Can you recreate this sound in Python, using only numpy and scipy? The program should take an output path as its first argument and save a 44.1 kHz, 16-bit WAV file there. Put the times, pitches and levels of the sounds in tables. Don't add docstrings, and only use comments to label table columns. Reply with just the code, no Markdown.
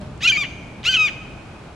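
import sys
import numpy as np
from scipy import signal
from scipy.fft import rfft, irfft
from scipy.io import wavfile
from scipy.ndimage import uniform_filter1d

SR = 44100
rng = np.random.default_rng(int(sys.argv[2]) if len(sys.argv) > 2 else 0)


def transcribe(signal):
    frames = np.atleast_2d(signal).T
    limited = np.clip(frames, -1, 1)
    pcm = np.round(limited * 32767).astype(np.int16)
    wavfile.write(sys.argv[1], SR, pcm)


N = 77175


def amp(db):
    return 10 ** (np.asarray(db) / 20)


def unit(x):
    return x / np.sqrt(np.mean(abs(x) ** 2) + 1e-20)


def read(points, hz):
    f, value = np.transpose(points)
    return np.interp(np.log(hz + 1), np.log(f + 1), value)


def add(mix, start_s, sound):
    part = mix[max(round(start_s * SR), 0):][:len(sound)]
    part += sound[:len(part)]


def wobble(size, hz):
    f = np.fft.fftfreq(size, 1 / SR)
    noise = rng.standard_normal(size) + 1j * rng.standard_normal(size)
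    return unit(np.fft.ifft(np.fft.fft(noise) / (1 + (f / hz) ** 2)))


def soften(control, width_s=0.0036):
    return uniform_filter1d(control, int(width_s * SR), axis=-1, mode="nearest")


def stereo_pair(a, b, correlation):
    return np.array([a, correlation * a + np.sqrt(1 - correlation ** 2) * b])


# frequency in Hz, relative density in dB.
AIR_SPECTRUM_DB = [(13, -31), (22, -14), (64, -7), (133, -7), (222, -10), (253, -11), (306, -10),
                   (538, -15.5), (599, -12.5), (667, -13.5), (1300, -20.5), (1900, -26.5), (2490, -24.5),
                   (3430, -30.5), (9520, -43.5), (11500, -52), (13500, -89.5)]
# frequency in Hz, left-right correlation.
AIR_CORRELATION = [(25, 0.63), (70, 0.99), (150, 0.98), (300, 0.93), (600, 0.64), (1300, 0.69),
                   (3000, 0.23), (7000, 0.23)]
# time in seconds, level in dB.
WIND_LEVEL_DB = [(0.0, -37), (0.594, -39.5), (0.642, -37.5), (0.848, -41), (1.306, -38), (1.598, -43.5),
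                 (1.75, -42.5)]
WASH_LEVEL_DB = [(0.0, -47.5), (0.014, -40.5), (0.13, -43.5), (1.676, -42.5), (1.75, -44)]


def wind_and_wash(crossover_hz=265):
    hz, t = np.fft.rfftfreq(N, 1 / SR), np.arange(N) / SR
    a, b = rfft(rng.standard_normal((2, N)))
    spectrum = stereo_pair(a, b, read(AIR_CORRELATION, hz)) * amp(read(AIR_SPECTRUM_DB, hz))
    low = 1 / (1 + (hz / crossover_hz) ** 8)
    return sum(amp(np.interp(t, *np.transpose(levels))) * unit(irfft(spectrum * band, N))
               for levels, band in [(WIND_LEVEL_DB, low), (WASH_LEVEL_DB, 1 - low)])


# start in seconds, end in seconds, frequency in Hz, level in dB.
FAR_HUMS = [(0, .13, 604, -45), (0, .04, 192, -36), (.05, 1.45, 130, -48)]


def far_hums(waver_hz=13, fade_s=0.01):
    t, out = np.arange(N) / SR, np.zeros(N)
    for start, end, hz, db in FAR_HUMS:
        tone = (np.exp(2j * np.pi * hz * t) * (1 + wobble(N, waver_hz))).real
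        gate = np.clip(np.minimum(t - start, end - t) / fade_s + .5, 0, 1)
        out += amp(db) * unit(tone) * gate
    return out


# peak time in seconds, centre frequency in Hz, gain in dB.
SMALL_TICKS = [(.013, 8000, -46), (.014, 3180, -40), (.178, 7300, -48), (.832, 3514, -32)]


def ticks(rise_s=0.0006):
    t, out = np.arange(900) / SR, np.zeros(N)
    envelope = t / rise_s * np.exp(2 - t / rise_s) / 2
    for peak_s, hz, db in SMALL_TICKS:
        ring = (wobble(len(t), hz=810) * np.exp(2j * np.pi * hz * t)).real
        add(out, peak_s - rise_s, amp(db) * ring * envelope)
    return out


# nominal delay in seconds, gain in dB.
WALL_ECHOES = [(.0045, -18.5), (.009, -14.5), (.014, -35), (0.02, -23.5), (.033, -28.5), (.052, -22),
               (.078, -20)]
# frequency in Hz, relative level in dB.
SCATTER_COLOUR_DB = [(1300, -1), (2200, 4), (2550, -1.5), (3100, 0), (4000, 0), (6400, 1.5), (9000, 1)]
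# frequency in Hz, time to fall 60 dB in seconds.
SCATTER_T60_S = [(1200, 2.94), (2500, 1.37), (4000, 0.87), (7000, 1.3), (13000, 0.48)]


def surroundings(voice, scatter_db=-18):
    noise = stereo_pair(*rng.standard_normal((2, N)), correlation=0.52)
    hz, t, spectra = signal.stft(noise, SR, nperseg=256)
    decay_db = read(SCATTER_COLOUR_DB, hz)[:, None] - 60 * t / read(SCATTER_T60_S, hz)[:, None]
    response = signal.istft(spectra * amp(decay_db), SR, nperseg=256)[1]
    response *= amp(unit(wobble(response.shape[1], hz=25).real))
    response *= amp(scatter_db) / np.linalg.norm(response[0])
    for delay_s, db in WALL_ECHOES:
        for side in response:
            add(side, delay_s * rng.uniform(0.95, 1.03), amp([db]))
    return signal.fftconvolve(voice[None], response, axes=1)[:, :N]


# frequency in Hz, left minus right in dB.
BALANCE_DB = [(1200, 0.3), (2400, 3.5), (3100, -0.5), (4100, -2.5), (7500, 0.5), (13000, -0.5)]
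# frequency in Hz, left lead in radians.
LEFT_LEAD_RAD = [(1200, 0), (1700, -0.11), (2800, -0.35), (4300, -0.49), (7000, 0.36), (9000, 0)]


def direct_path(voice):
    hz = np.fft.rfftfreq(N, 1 / SR)
    lean = amp(read(BALANCE_DB, hz) / 2) * np.exp(.5j * read(LEFT_LEAD_RAD, hz))
    return irfft(rfft(voice) * np.array([lean, 1 / lean]), N)


# frequency in Hz, relative level in dB.
BREATH_SPECTRUM_DB = [(900, -32), (1900, -23), (2500, -11.5), (3100, -2.5), (3600, -11.5), (6500, -12),
                      (8500, -32), (11000, -34), (13000, -42)]


def breath(throat_db, rough):
    size = len(rough)
    shape = amp(read(BREATH_SPECTRUM_DB, np.fft.rfftfreq(size, 1 / SR)))
    hiss = unit(irfft(rfft(rng.standard_normal(size)) * shape, size))
    return amp(throat_db - 27 + 19 * rough) * hiss


# start and end in seconds, start and end pitch in Hz, share of throat-band power.
SYRINX_WHISTLES = [(.273, .293, 2480, 2470, .9), (.369, .377, 2480, 2470, .4),
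                   (.939, .945, 2460, 2500, .65), (.944, .959, 3200, 3140, .6)]


def syrinx_whistle(t, octave_db=-20):
    tone, taken = np.zeros((2, len(t)))
    for start, end, from_hz, to_hz, share in SYRINX_WHISTLES:
        power = abs(soften(share * ((t > start) & (t < end))))
        phase = 2 * np.pi * np.cumsum(np.interp(t, [start, end], [from_hz, to_hz])) / SR
        tone += np.sqrt(power) * (np.sin(phase) + amp(octave_db) * np.sin(2 * phase))
        taken += power
    return tone, taken


JITTER_HZ, RASP_HZ, FRAY_HZ = 340, 290, 9000


def syrinx_partials(pitch_hz, rough, doubling, tripling, odd):
    size = len(pitch_hz)
    jitter = (.0012 + .04 * rough) * wobble(size, JITTER_HZ).real
    cycles = np.cumsum(pitch_hz * (1 + jitter)) / SR
    partials = []
    for k in range(1, 13):
        partials += [(k, odd if k % 2 else np.ones(size)), (k + 1 / 2, doubling),
                     (k + 1 / 3, tripling / 2), (k + 2 / 3, tripling)]
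    multiples, weights = map(np.array, zip(*partials))
    hz = np.outer(multiples, pitch_hz)
    rasps = np.clip(rough + .55 / (1 + (FRAY_HZ / hz) ** 8), 0, 1)
    waves = []
    for multiple, rasp in zip(multiples, rasps):
        carrier = np.exp(2j * np.pi * (multiple * cycles + rng.random()))
        waves.append((carrier * (np.sqrt(1 - rasp ** 2) + rasp * wobble(size, RASP_HZ))).real)
    return np.array(waves), hz, weights * (hz < SR / 2)


# frequency in Hz, relative level in dB.
LOW_BAND_DB = [(500, -25), (900, -19.5), (1150, -7.5), (1580, -1.5), (1900, -12), (2500, -59)]
THROAT_BAND_DB = [(1300, -49.5), (1800, -6), (2050, -15), (2250, -3.5), (3150, -9), (3450, -22.5),
                  (3900, -43), (5000, -77)]
TREBLE_BAND_DB = [(2400, -49), (3100, 3.5), (3600, 1), (4700, -0.5), (5500, -6.5), (6400, -5.5),
                  (7300, -10.5), (8200, -22.5), (10500, -31.5), (11500, -33.5), (12400, -31.5),
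                  (13400, -26.5), (13900, -28.5), (14500, -57)]


def throat_filter(waves, hz, weights, band_gains):
    gains = 0
    for gain, shape in zip(band_gains, [LOW_BAND_DB, THROAT_BAND_DB, TREBLE_BAND_DB]):
        band = weights * amp(read(shape, hz))
        gains += gain * band / np.sqrt((band ** 2).sum(0) + 0.063)
    return (gains * waves).sum(0)


# start in seconds, then roughness,
# period doubling, period tripling and odd-harmonic weight, all 0-1.
VOICE_REGISTERS = [(.2, .45, .35, 0, 1), (.229, .2, .06, 0, 1), (.241, .27, .42, 0, 1),
                   (.256, .1, .14, 0, 1), (.266, .25, .1, .05, .8), (.272, .27, .08, .8, .5),
                   (.292, .14, .03, .1, .2), (.309, .25, .05, .08, .4), (.32, .1, .1, .05, .12),
                   (.35, .22, .1, .1, .15), (.376, .05, 0, 0, 1), (.435, .42, .3, 0, 1),
                   (.83, .55, .4, 0, 1), (.855, .22, .1, 0, 1), (.861, .27, .33, 0, 1),
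                   (.88, .06, 0, .13, 1), (.905, .07, 0, .3, 1), (.918, .1, 0, .55, 1),
                   (.938, .33, .1, .3, .6), (.958, .16, .06, .06, .8), (.975, .025, 0, 0, 1),
                   (1.074, .33, .15, 0, 1), (1.084, .6, .5, 0, 1)]
# centre in seconds, depth in dB, width in seconds.
VOICE_CRACKS = [(.2715, -9, .002), (.3185, -10, .0015), (.9365, -6, .002), (.985, -5, .006)]


def cry(pitch_curve, levels, fade_s=0.0036):
    times, *bands_db = np.transpose(levels)
    t = np.arange(times[0], times[-1], 1 / SR)
    pitch_hz = np.interp(t, *np.transpose(pitch_curve))
    choke_db = sum(db * np.exp(-((t - centre) / width) ** 2) for centre, db, width in VOICE_CRACKS)
    low_db, throat_db, treble_db = (np.interp(t, times, db) + choke_db for db in bands_db)
    starts, *qualities = np.transpose(VOICE_REGISTERS)
    register = np.maximum(np.searchsorted(starts, t) - 1, 0)
    rough, doubling, tripling, odd = soften(np.array(qualities)[:, register])
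    whistle, taken = syrinx_whistle(t)
    waves, hz, weights = syrinx_partials(pitch_hz, rough, doubling, tripling, odd)
    throat_gain = amp(throat_db) * np.sqrt(np.clip(1 - taken, .05, 1))
    voiced = throat_filter(waves, hz, weights, [amp(low_db), throat_gain, amp(treble_db)])
    shimmer = 1 + .03 * wobble(len(t), JITTER_HZ).real
    sound = np.sqrt(2) * (amp(throat_db) * whistle + voiced) * shimmer + breath(throat_db, rough)
    gate = np.clip(np.minimum(t - t[0], t[-1] - t) / fade_s, 0, 1)
    return t[0], sound * gate


# time in seconds, fundamental in Hz.
FIRST_PITCH_HZ = [(0.203, 833.2), (0.221, 976.4), (0.231, 1209), (0.245, 1345), (0.263, 1398),
                  (0.269, 1495), (0.287, 1476), (0.293, 1612), (0.317, 1501), (0.321, 1199), (0.369, 1094),
                  (0.377, 1231), (0.417, 1181), (0.435, 1099), (0.447, 777.2), (0.46, 661.9)]
SECOND_PITCH_HZ = [(0.835, 916.0), (0.849, 1058), (0.855, 1232), (0.857, 1273), (0.871, 1399),
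                   (0.885, 1445), (0.893, 1557), (0.939, 1507), (0.947, 1535), (0.965, 1420), (0.973, 1293),
                   (1.039, 1246), (1.069, 1202), (1.081, 1119), (1.083, 1081), (1.091, 864.3),
                   (1.105, 708.7)]
# time in seconds, then low, throat and treble band levels in dB.
FIRST_LEVELS_DB = [(0.203, -66, -46, -60), (0.209, -51, -41, -46.5), (0.235, -40, -24.5, -24),
                   (0.261, -29.5, -12.5, -27), (0.269, -29.5, -15, -30.5), (0.279, -54, -13, -20),
                   (0.289, -34, -14.5, -24.5), (0.301, -34, -23, -14), (0.315, -29.5, -16.5, -32),
                   (0.333, -40, -15.5, -32.5), (0.349, -62, -24.5, -36), (0.375, -31, -17, -35),
                   (0.399, -40, -28, -34), (0.415, -48.5, -17.5, -31.5), (0.429, -33.5, -28, -33.5),
                   (0.443, -47.5, -28, -50), (0.46, -49, -29.5, -48.5)]
SECOND_LEVELS_DB = [(0.835, -53, -34, -53), (0.845, -46, -32.5, -35.5), (0.861, -40, -20.5, -25),
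                    (0.881, -26, -15, -27), (0.889, -33.5, -13.5, -27.5), (0.923, -30.5, -27, -26.5),
                    (0.935, -39, -17, -28.5), (0.943, -30, -15, -28), (0.961, -33.5, -16, -37),
                    (1.017, -28.5, -13.5, -31.5), (1.043, -34, -16, -33), (1.071, -42, -21, -30.5),
                    (1.087, -44.5, -25, -49), (1.105, -57, -39, -54)]


def hawk():
    voice = np.zeros(N)
    add(voice, *cry(FIRST_PITCH_HZ, FIRST_LEVELS_DB))
    add(voice, *cry(SECOND_PITCH_HZ, SECOND_LEVELS_DB))
    return voice


def scene():
    voice = hawk()
    return direct_path(voice) + surroundings(voice) + wind_and_wash() + far_hums() + ticks()


def record(dry):
    lowpass = signal.firwin(511, 13900, window=("kaiser", 9), fs=SR)
    return signal.oaconvolve(dry, lowpass[None], "same")


dry = scene()
out = record(dry)
transcribe(out)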